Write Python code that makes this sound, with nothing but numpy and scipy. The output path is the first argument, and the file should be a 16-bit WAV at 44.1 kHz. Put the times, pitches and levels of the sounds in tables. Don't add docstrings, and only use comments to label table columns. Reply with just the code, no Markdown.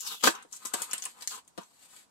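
import sys
import numpy as np
from scipy import signal
from scipy.fft import rfft, irfft, next_fast_len
from scipy.io import wavfile
from scipy.ndimage import map_coordinates

SR = 44100
rng = np.random.default_rng(int(sys.argv[2]) if len(sys.argv) > 2 else 0)


def log_audio(samples):
    frames = np.atleast_2d(samples).T
    limited = np.clip(frames, -1, 1)
    pcm = np.round(limited * 32767).astype(np.int16)
    wavfile.write(sys.argv[1], SR, pcm)


N = 92610
T = np.arange(N) / SR

# time in seconds, level in dB.
RIP_LEVEL = [(.226, -33), (.2345, -33), (.238, -19.5), (.245, -26), (.253, -22.5), (.265, -19),
             (.277, -26.5), (.288, -35), (.305, -45), (.33, -64)]
# frequency in Hz, gain in dB.
RIP_COLOUR = [(40, -45.5), (120, -16.5), (220, 5.5), (450, 3), (800, -1.5), (1200, 0.5), (2050, -8.5),
              (3000, 2.5), (5000, -2.5), (8300, -1), (9500, -14), (11500, -1), (13200, -22), (16000, -7)]
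# time in seconds, level in dB,
# resonance in Hz.
SLIDE_PULLS = [
    [(0, -43.5, 7000), (.045, -45.5, 6200), (.075, -34, 4700), (.10, -41.5, 3900), (.12, -37, 3700),
     (.16, -47, 3500), (.19, -54, 3300), (.22, -46, 3000), (.24, -76, 3000)],
    [(1.29, -50, 4800), (1.315, -44.5, 4400), (1.385, -63, 3800), (1.405, -87, 3600)],
]
# frequency in Hz, gain in dB.
SLIDE_COLOUR = [(60, -46), (300, -30), (1500, -20.5), (2200, -19), (2800, -5), (5500, -5.5), (8000, -3),
                (9600, -11), (11500, -2), (13200, -12.5), (16000, -9.5)]
# start in seconds, level in dB, ring in Hz, midrange in dB.
FILM_TICKS = [(.0068, -27.5, 7060, -14.5), (.050, -40, 6300, -19), (0.0734, -28.5, 4760, -15),
              (.210, -38.5, 8000, 3), (0.239, -17, 5000, 6), (0.352, -36, 5600, -2),
              (0.4253, -40.5, 8000, -3), (.5135, -50, 7740, -2), (0.5281, -30, 6640, -2.5),
              (.533, -36, 6460, -17), (0.565, -54, 7500, -9), (0.6517, -29.5, 7560, -10),
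              (0.6553, -23.5, 8100, -8), (.6597, -31.5, 8800, 5), (0.7377, -37, 8100, 0),
              (0.739, -17, 8800, 4.5), (0.8117, -41, 8000, -11), (.820, -21, 8900, -9),
              (0.832, -34.5, 8050, 16), (0.912, -26.5, 5950, -1.5), (0.9331, -17, 8530, 0),
              (.9808, -28, 8500, -5), (1.0231, -24.5, 6740, -1), (1.0393, -30, 8500, -2.5),
              (1.0535, -22, 8200, -31), (1.0564, -33, 2780, 6), (1.21, -38, 6600, -1),
              (1.2232, -31, 6100, 2), (1.2749, -19, 7200, -3), (1.308, -36, 4340, -10),
              (1.4485, -59, 7700, -9), (1.478, -44.5, 7200, -18), (1.5772, -39, 4500, -11),
              (1.634, -47.5, 6160, -5)]
# start in seconds, length in seconds, level in dB at the start,
# ring in Hz, midrange in dB.
FILM_CRINKLES = [(0.089, 0.019, -54, 4560, 0), (0.523, 0.053, -45.5, 7350, -13),
                 (0.656, 0.025, -37.5, 8300, -12), (0.735, 0.016, -30.5, 7800, -7),
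                 (0.816, 0.028, -37.5, 8700, -24), (0.913, 0.068, -49, 3020, 7),
                 (1.02, .04, -50, 7450, -11), (1.291, 0.073, -43, 7700, -10)]
# frequency in Hz, gain in dB.
FILM_COLOUR = [(40, -37), (150, -18.5), (400, -13.5), (1000, -12.5), (2000, -5.5), (3000, -3.5), (5500, -4),
               (8200, -2.5), (9600, -11.5), (11800, -5), (13200, -25), (16000, -18.5)]
# start in seconds, level in dB (before a common 4 dB lift),
# bass in dB, softness as a low-pass in Hz, strongest resonance in Hz.
MAILER_KNOCKS = [(0.2384, -13, -21, 6000, 1260), (0.2497, -29, 0, 4920, 725),
                 (0.273, -8.5, 1.5, 4440, 1510), (0.449, -47, -3, 700, 440), (.651, -35.5, 3.5, 1950, 1110),
                 (0.7387, -22, 0, 3500, 980), (0.814, -38.5, -7, 1500, 460),
                 (0.9344, -33.5, 0.5, 4000, 1010), (1.0235, -56, -10, 5000, 1720),
                 (1.0572, -38, -12, 2960, 1080), (1.2235, -43.5, -12, 2500, 870),
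                 (1.312, -47, -15, 1500, 380), (1.577, -34.5, 3.5, 2600, 717),
                 (1.581, -29.5, 12, 1820, 199), (1.584, -39, -10, 1210, 435)]
# frequency in Hz, typical level in dB, decay by 60 dB in seconds.
MAILER_MODES = [(185, -8, 0.03), (230, -11.5, 0.082), (337, -7, 0.097), (441, 0, 0.04), (604, -4.5, 0.11),
                (712.7, -4.5, 0.071), (934.3, 2, 0.11), (1070, -4.5, .06), (1184, 5, 0.04),
                (1227.5, 2.5, 0.023), (1460, -7.5, 0.035), (1722, 0.5, 0.066)]
# frequency in Hz, gain in dB.
THUD_COLOUR = [(30, -53.5), (60, -40.5), (110, -21.5), (185, -4), (380, -1.5), (560, -1), (1100, -1),
               (1600, -3), (2100, -10.5), (3000, -9), (8000, -5), (15000, -14)]
# start in seconds, length in seconds, level in dB,
# resonance at the start in Hz, resonance at the end in Hz.
FINGER_RUBS = [(0.015, 0.11, -48, 1320, 1080), (0.098, 0.06, -44.5, 1470, 1140),
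               (.225, 0.034, -33, 1200, 1220), (0.322, 0.064, -41, 1070, 1090),
               (0.354, 0.087, -48, 2150, 1900), (0.523, 0.021, -50.5, 1200, 1100),
               (0.599, 0.11, -51, 1260, 1130), (0.703, 0.078, -46.5, 1290, 1320),
               (0.751, 0.1, -42, 1400, 1170), (0.842, 0.11, -52, 1080, 1200),
               (0.903, 0.11, -52.5, 1300, 1180), (1.034, 0.064, -52, 1110, 925),
               (1.136, 0.12, -52.5, 970, 825), (1.302, 0.043, -46.5, 1450, 1350),
               (1.319, 0.043, -45.5, 1180, 1070), (1.355, 0.047, -52, 960, 930),
               (1.583, 0.061, -52.5, 1000, 1000), (1.922, 0.035, -57, 1150, 1130)]
# frequency in Hz, gain in dB.
RUB_COLOUR = [(40, -35.5), (130, -15), (205, -6.5), (320, -16), (440, -4.5), (620, -22), (880, 0),
              (1500, -4.5), (2000, -17.5), (2700, -10), (5000, -20.5), (14000, -33.5)]
# time in seconds, level in dB.
BRUSH_LEVEL = [(.30, -37), (.42, -84.5), (.48, -74.5), (.56, -51.5), (.60, -59), (.63, -51), (.72, -57),
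               (.78, -42.5), (.87, -50), (.97, -49.5), (1.10, -53), (1.16, -65.5), (1.225, -47.5),
               (1.26, -58), (1.32, -58), (1.39, -50), (1.415, -99.5), (1.45, -87), (1.485, -66),
               (1.51, -91.5), (1.575, -68), (1.61, -58), (1.69, -67.5), (1.78, -65.5), (1.84, -56),
               (1.88, -62.5), (1.915, -55.5), (1.99, -55), (2.045, -64.5), (2.09, -106.5)]
# frequency in Hz, gain in dB.
BRUSH_COLOUR = [(60, -25), (220, -8), (650, -5.5), (1100, -5.5), (1800, -2.5), (3000, -5), (4300, -0.5),
                (5500, -7), (8100, 6), (9600, -8), (11800, -2), (13200, -16), (16000, -18.5)]
# frequency in Hz, decay by 60 dB in seconds.
ROOM_DECAY = [(120, 0.048), (400, 0.079), (1000, 0.15), (3000, 0.1), (8000, 0.17), (15000, 0.06)]
# frequency in Hz, gain in dB.
ROOM_SEND = [(100, -15.5), (400, -7), (1000, -13.5), (3000, -1.5), (8000, -11.5), (15000, -1)]
# frequency in Hz, gain in dB.
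RIGHT_GAIN = [(200, -2), (1000, -3), (4000, -3.5), (12000, -4)]
# frequency in Hz, gain in dB.
FLOOR_COLOUR = [(25, -4), (100, -1.5), (220, 6.5), (450, -1), (1000, 4.5), (2000, -10), (8000, -8),
                (16000, -26.5)]

SLIDE_PEAK_DB, SLIDE_Q = 10, 13
TICK_T60_S, TICK_GRIT, TICK_Q = 0.007, 0.34, 5
CRINKLE_FADE_DB = 3
FILM_RING_DB, MIDRANGE_HZ, TREBLE_HZ = 7.5, 2500, 7000
THUD_T60_S, THUD_GRIT, MODES_DB, BASS_HZ = 0.037, 0.27, -7.5, 500
KNOCK_PEAK_DB, KNOCK_Q = 1.5, 5
RUB_PEAK_DB, RUB_Q, RUB_ROUNDNESS, RUB_FLUTTER_DB = 5.5, 5.9, 0.72, 2
BRUSH_FLUTTER_DB = 1.8
EARLY_DB, EARLY_T60_S = -8, 0.035
SHIFT_S = 0.1
RIGHT_LAG_S = 0.00394
FLOOR_DB = -68.5
TOP_HZ = 15750


def rip():
    tearing = coloured(slips(rate=2200, spread_db=5, hiss=0.343), RIP_COLOUR)
    return level(RIP_LEVEL) * unit(tearing)


def slide():
    out = np.zeros(N)
    for pull in SLIDE_PULLS:
        times, _, hz = np.transpose(pull)
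        friction = slips(rate=1800, spread_db=4, hiss=0.43)
        scratch = swept(friction, times, hz, SLIDE_PEAK_DB, SLIDE_Q)
        out += level(pull) * unit(coloured(scratch, SLIDE_COLOUR))
    return out


def ticks():
    out = np.zeros(N)
    t = np.arange(SR // 20) / SR
    for start, db, hz, mid_db in FILM_TICKS:
        buckle = snap(t, TICK_T60_S, TICK_GRIT)
        add(out, start, amp(db) * burst(film(buckle, hz, mid_db, TICK_Q)))
    return out


def crinkles():
    out = np.zeros(N)
    for start, length, db, hz, mid_db in FILM_CRINKLES:
        n = int(length * SR)
        folds = slips(rate=840, spread_db=3, hiss=0.13)[:n]
        creases = unit(film(folds, hz, mid_db, q=2.5))
        add(out, start, creases * amp(db - CRINKLE_FADE_DB * np.arange(n) / n))
    return out


def film(x, hz, mid_db, q):
    x = coloured(x, FILM_COLOUR)
    x = coloured(x, [(MIDRANGE_HZ, mid_db), (TREBLE_HZ, 0)])
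    return filtered(x, lambda f: 1 + amp(FILM_RING_DB) * resonance(f, hz, q))


def mailer_modes(t):
    ring = np.zeros(len(t))
    for hz, db, t60 in MAILER_MODES:
        decay = amp(db + 2 * rng.normal() - 60 * t / t60)
        ring += decay * np.sin(2 * np.pi * (hz * t + rng.random()))
    return ring * (1 - np.exp(-t / 0.0013))


def knocks():
    out = np.zeros(N)
    t = np.arange(SR // 5) / SR
    for start, db, bass_db, soft_hz, main_hz in MAILER_KNOCKS:
        thud = burst(coloured(snap(t, THUD_T60_S, THUD_GRIT), THUD_COLOUR))
        x = thud + amp(MODES_DB) * burst(mailer_modes(t))
        x = coloured(x, [(BASS_HZ / 2, bass_db), (BASS_HZ * 2, 0)])

        def contact(f):
            peak = 1 + amp(KNOCK_PEAK_DB) * resonance(f, main_hz, KNOCK_Q)
            return peak / (1 + 1j * f / soft_hz)
        add(out, start, amp(db + 4) * burst(filtered(x, contact)))
    return out


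def rubs():
    out = np.zeros(N)
    for start, length, db, from_hz, to_hz in FINGER_RUBS:
        friction = coloured(slips(rate=1200, spread_db=2, hiss=0.4), RUB_COLOUR)
        drag = swept(friction, [start, start + length], [from_hz, to_hz], RUB_PEAK_DB, RUB_Q)
        progress = np.clip((T - start) / length, 0, 1)
        swell = abs(np.sin(np.pi * progress)) ** RUB_ROUNDNESS
        out += amp(db) * swell * unit(drag)
    return out * amp(RUB_FLUTTER_DB * wobble(60.17))


def brush():
    grain = coloured(slips(rate=1500, spread_db=0, hiss=0.96), BRUSH_COLOUR)
    return level(BRUSH_LEVEL) * amp(BRUSH_FLUTTER_DB * wobble(90)) * unit(grain)


def slips(rate, spread_db, hiss):
    spread = np.clip(rng.standard_normal(N), -1.5, 1.5)
    sizes = amp(spread_db * spread) * rng.choice([-1, 1], N)
    impulses = (rng.random(N) < rate / SR) * sizes
    return unit(unit(impulses) + hiss * rng.standard_normal(N))


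def snap(t, t60, grit):
    x = grit * rng.standard_normal(len(t)) * amp(-60 * t / t60)
    x[0] = 1
    return x


def nearby(x):
    t = np.arange(SR // 40) / SR

    def scatter():
        h = rng.standard_normal(len(t)) * amp(-60 * t / EARLY_T60_S)
        return h / np.linalg.norm(h)
    treble = filtered(x, lambda f: 1j * f / (1j * f + 2000))
    return amp(EARLY_DB) * reflected(treble, scatter)


def room(x):
    def tail():
        hz, t, z = signal.stft(rng.standard_normal(SR // 4), SR, nperseg=256)
        decay = amp(-60 * t / along(ROOM_DECAY, hz)[:, None])
        h = signal.istft(z * decay, SR, nperseg=256)[1]
        h = h * (1 - np.exp(-np.arange(len(h)) / SR / 0.0016))
        return h / np.linalg.norm(h)
    return reflected(coloured(x, ROOM_SEND), tail)


def reflected(x, response):
    out = np.zeros(N)
    hop = round(SHIFT_S * SR)
    for i in range(0, N, hop):
        fade = np.clip(1 - abs(np.arange(N) - i) / hop, 0, 1)
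        start = max(i - hop, 0)
        piece = (x * np.sqrt(fade))[start:i + hop]
        add(out, start / SR, signal.fftconvolve(piece, response()))
    return out


def room_tone():
    return amp(FLOOR_DB) * unit(coloured(rng.standard_normal((2, N)), FLOOR_COLOUR))


def amp(db):
    return 10 ** (np.asarray(db) / 20)


def unit(x):
    return x / np.sqrt(np.mean(x ** 2) + 1e-20)


def burst(x):
    return x * np.sqrt(SR / 1000 / np.sum(x ** 2))


def along(points, hz):
    f, v = np.transpose(points)
    return np.interp(np.log(hz + 1), np.log(f), v)


def level(rows):
    s, db = np.transpose(rows)[:2]
    return amp(np.interp(T, s, db)) * (T >= s[0]) * (T <= s[-1])


def wobble(rate):
    return map_coordinates(rng.standard_normal(2048), [T * rate], mode="wrap")


def filtered(x, response):
    n = x.shape[-1]
    m = 2 * next_fast_len(n // 2 + 2048)
    return irfft(rfft(x, m) * response(np.fft.rfftfreq(m, 1 / SR)), m)[..., :n]


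def coloured(x, points):
    def response(hz):
        cepstrum = irfft(np.log(amp(along(points, hz))))
        half = len(cepstrum) // 2
        cepstrum[1:half] *= 2
        cepstrum[half + 1:] = 0
        return np.exp(rfft(cepstrum))
    return filtered(x, response)


def resonance(f, hz, q):
    damping = 1j * f * hz / q
    return damping / (hz * hz - f * f + damping)


def swept(x, times, hz, peak_db, q):
    f, t, z = signal.stft(x, SR, nperseg=512)
    peak = 1 + amp(peak_db) * abs(resonance(f[:, None], np.interp(t, times, hz), q))
    return signal.istft(z * peak, SR, nperseg=512)[1][:N]


def add(track, s, x):
    i = max(round(s * SR), 0)
    track[i:i + len(x)] += x[:N - i]


def scene():
    hands = rip() + slide() + ticks() + crinkles() + knocks() + rubs() + brush()
    left = hands + nearby(hands) + room(hands)
    right = coloured(hands, RIGHT_GAIN) + nearby(hands) + amp(-1) * room(hands)
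    right = filtered(right, lambda f: np.exp(-2j * np.pi * f * RIGHT_LAG_S))
    return np.array([left, right]) + room_tone()


def record(dry):
    return filtered(dry, lambda hz: 1 / (1 + (hz / TOP_HZ) ** 120))


dry = scene()
out = record(dry)
log_audio(out)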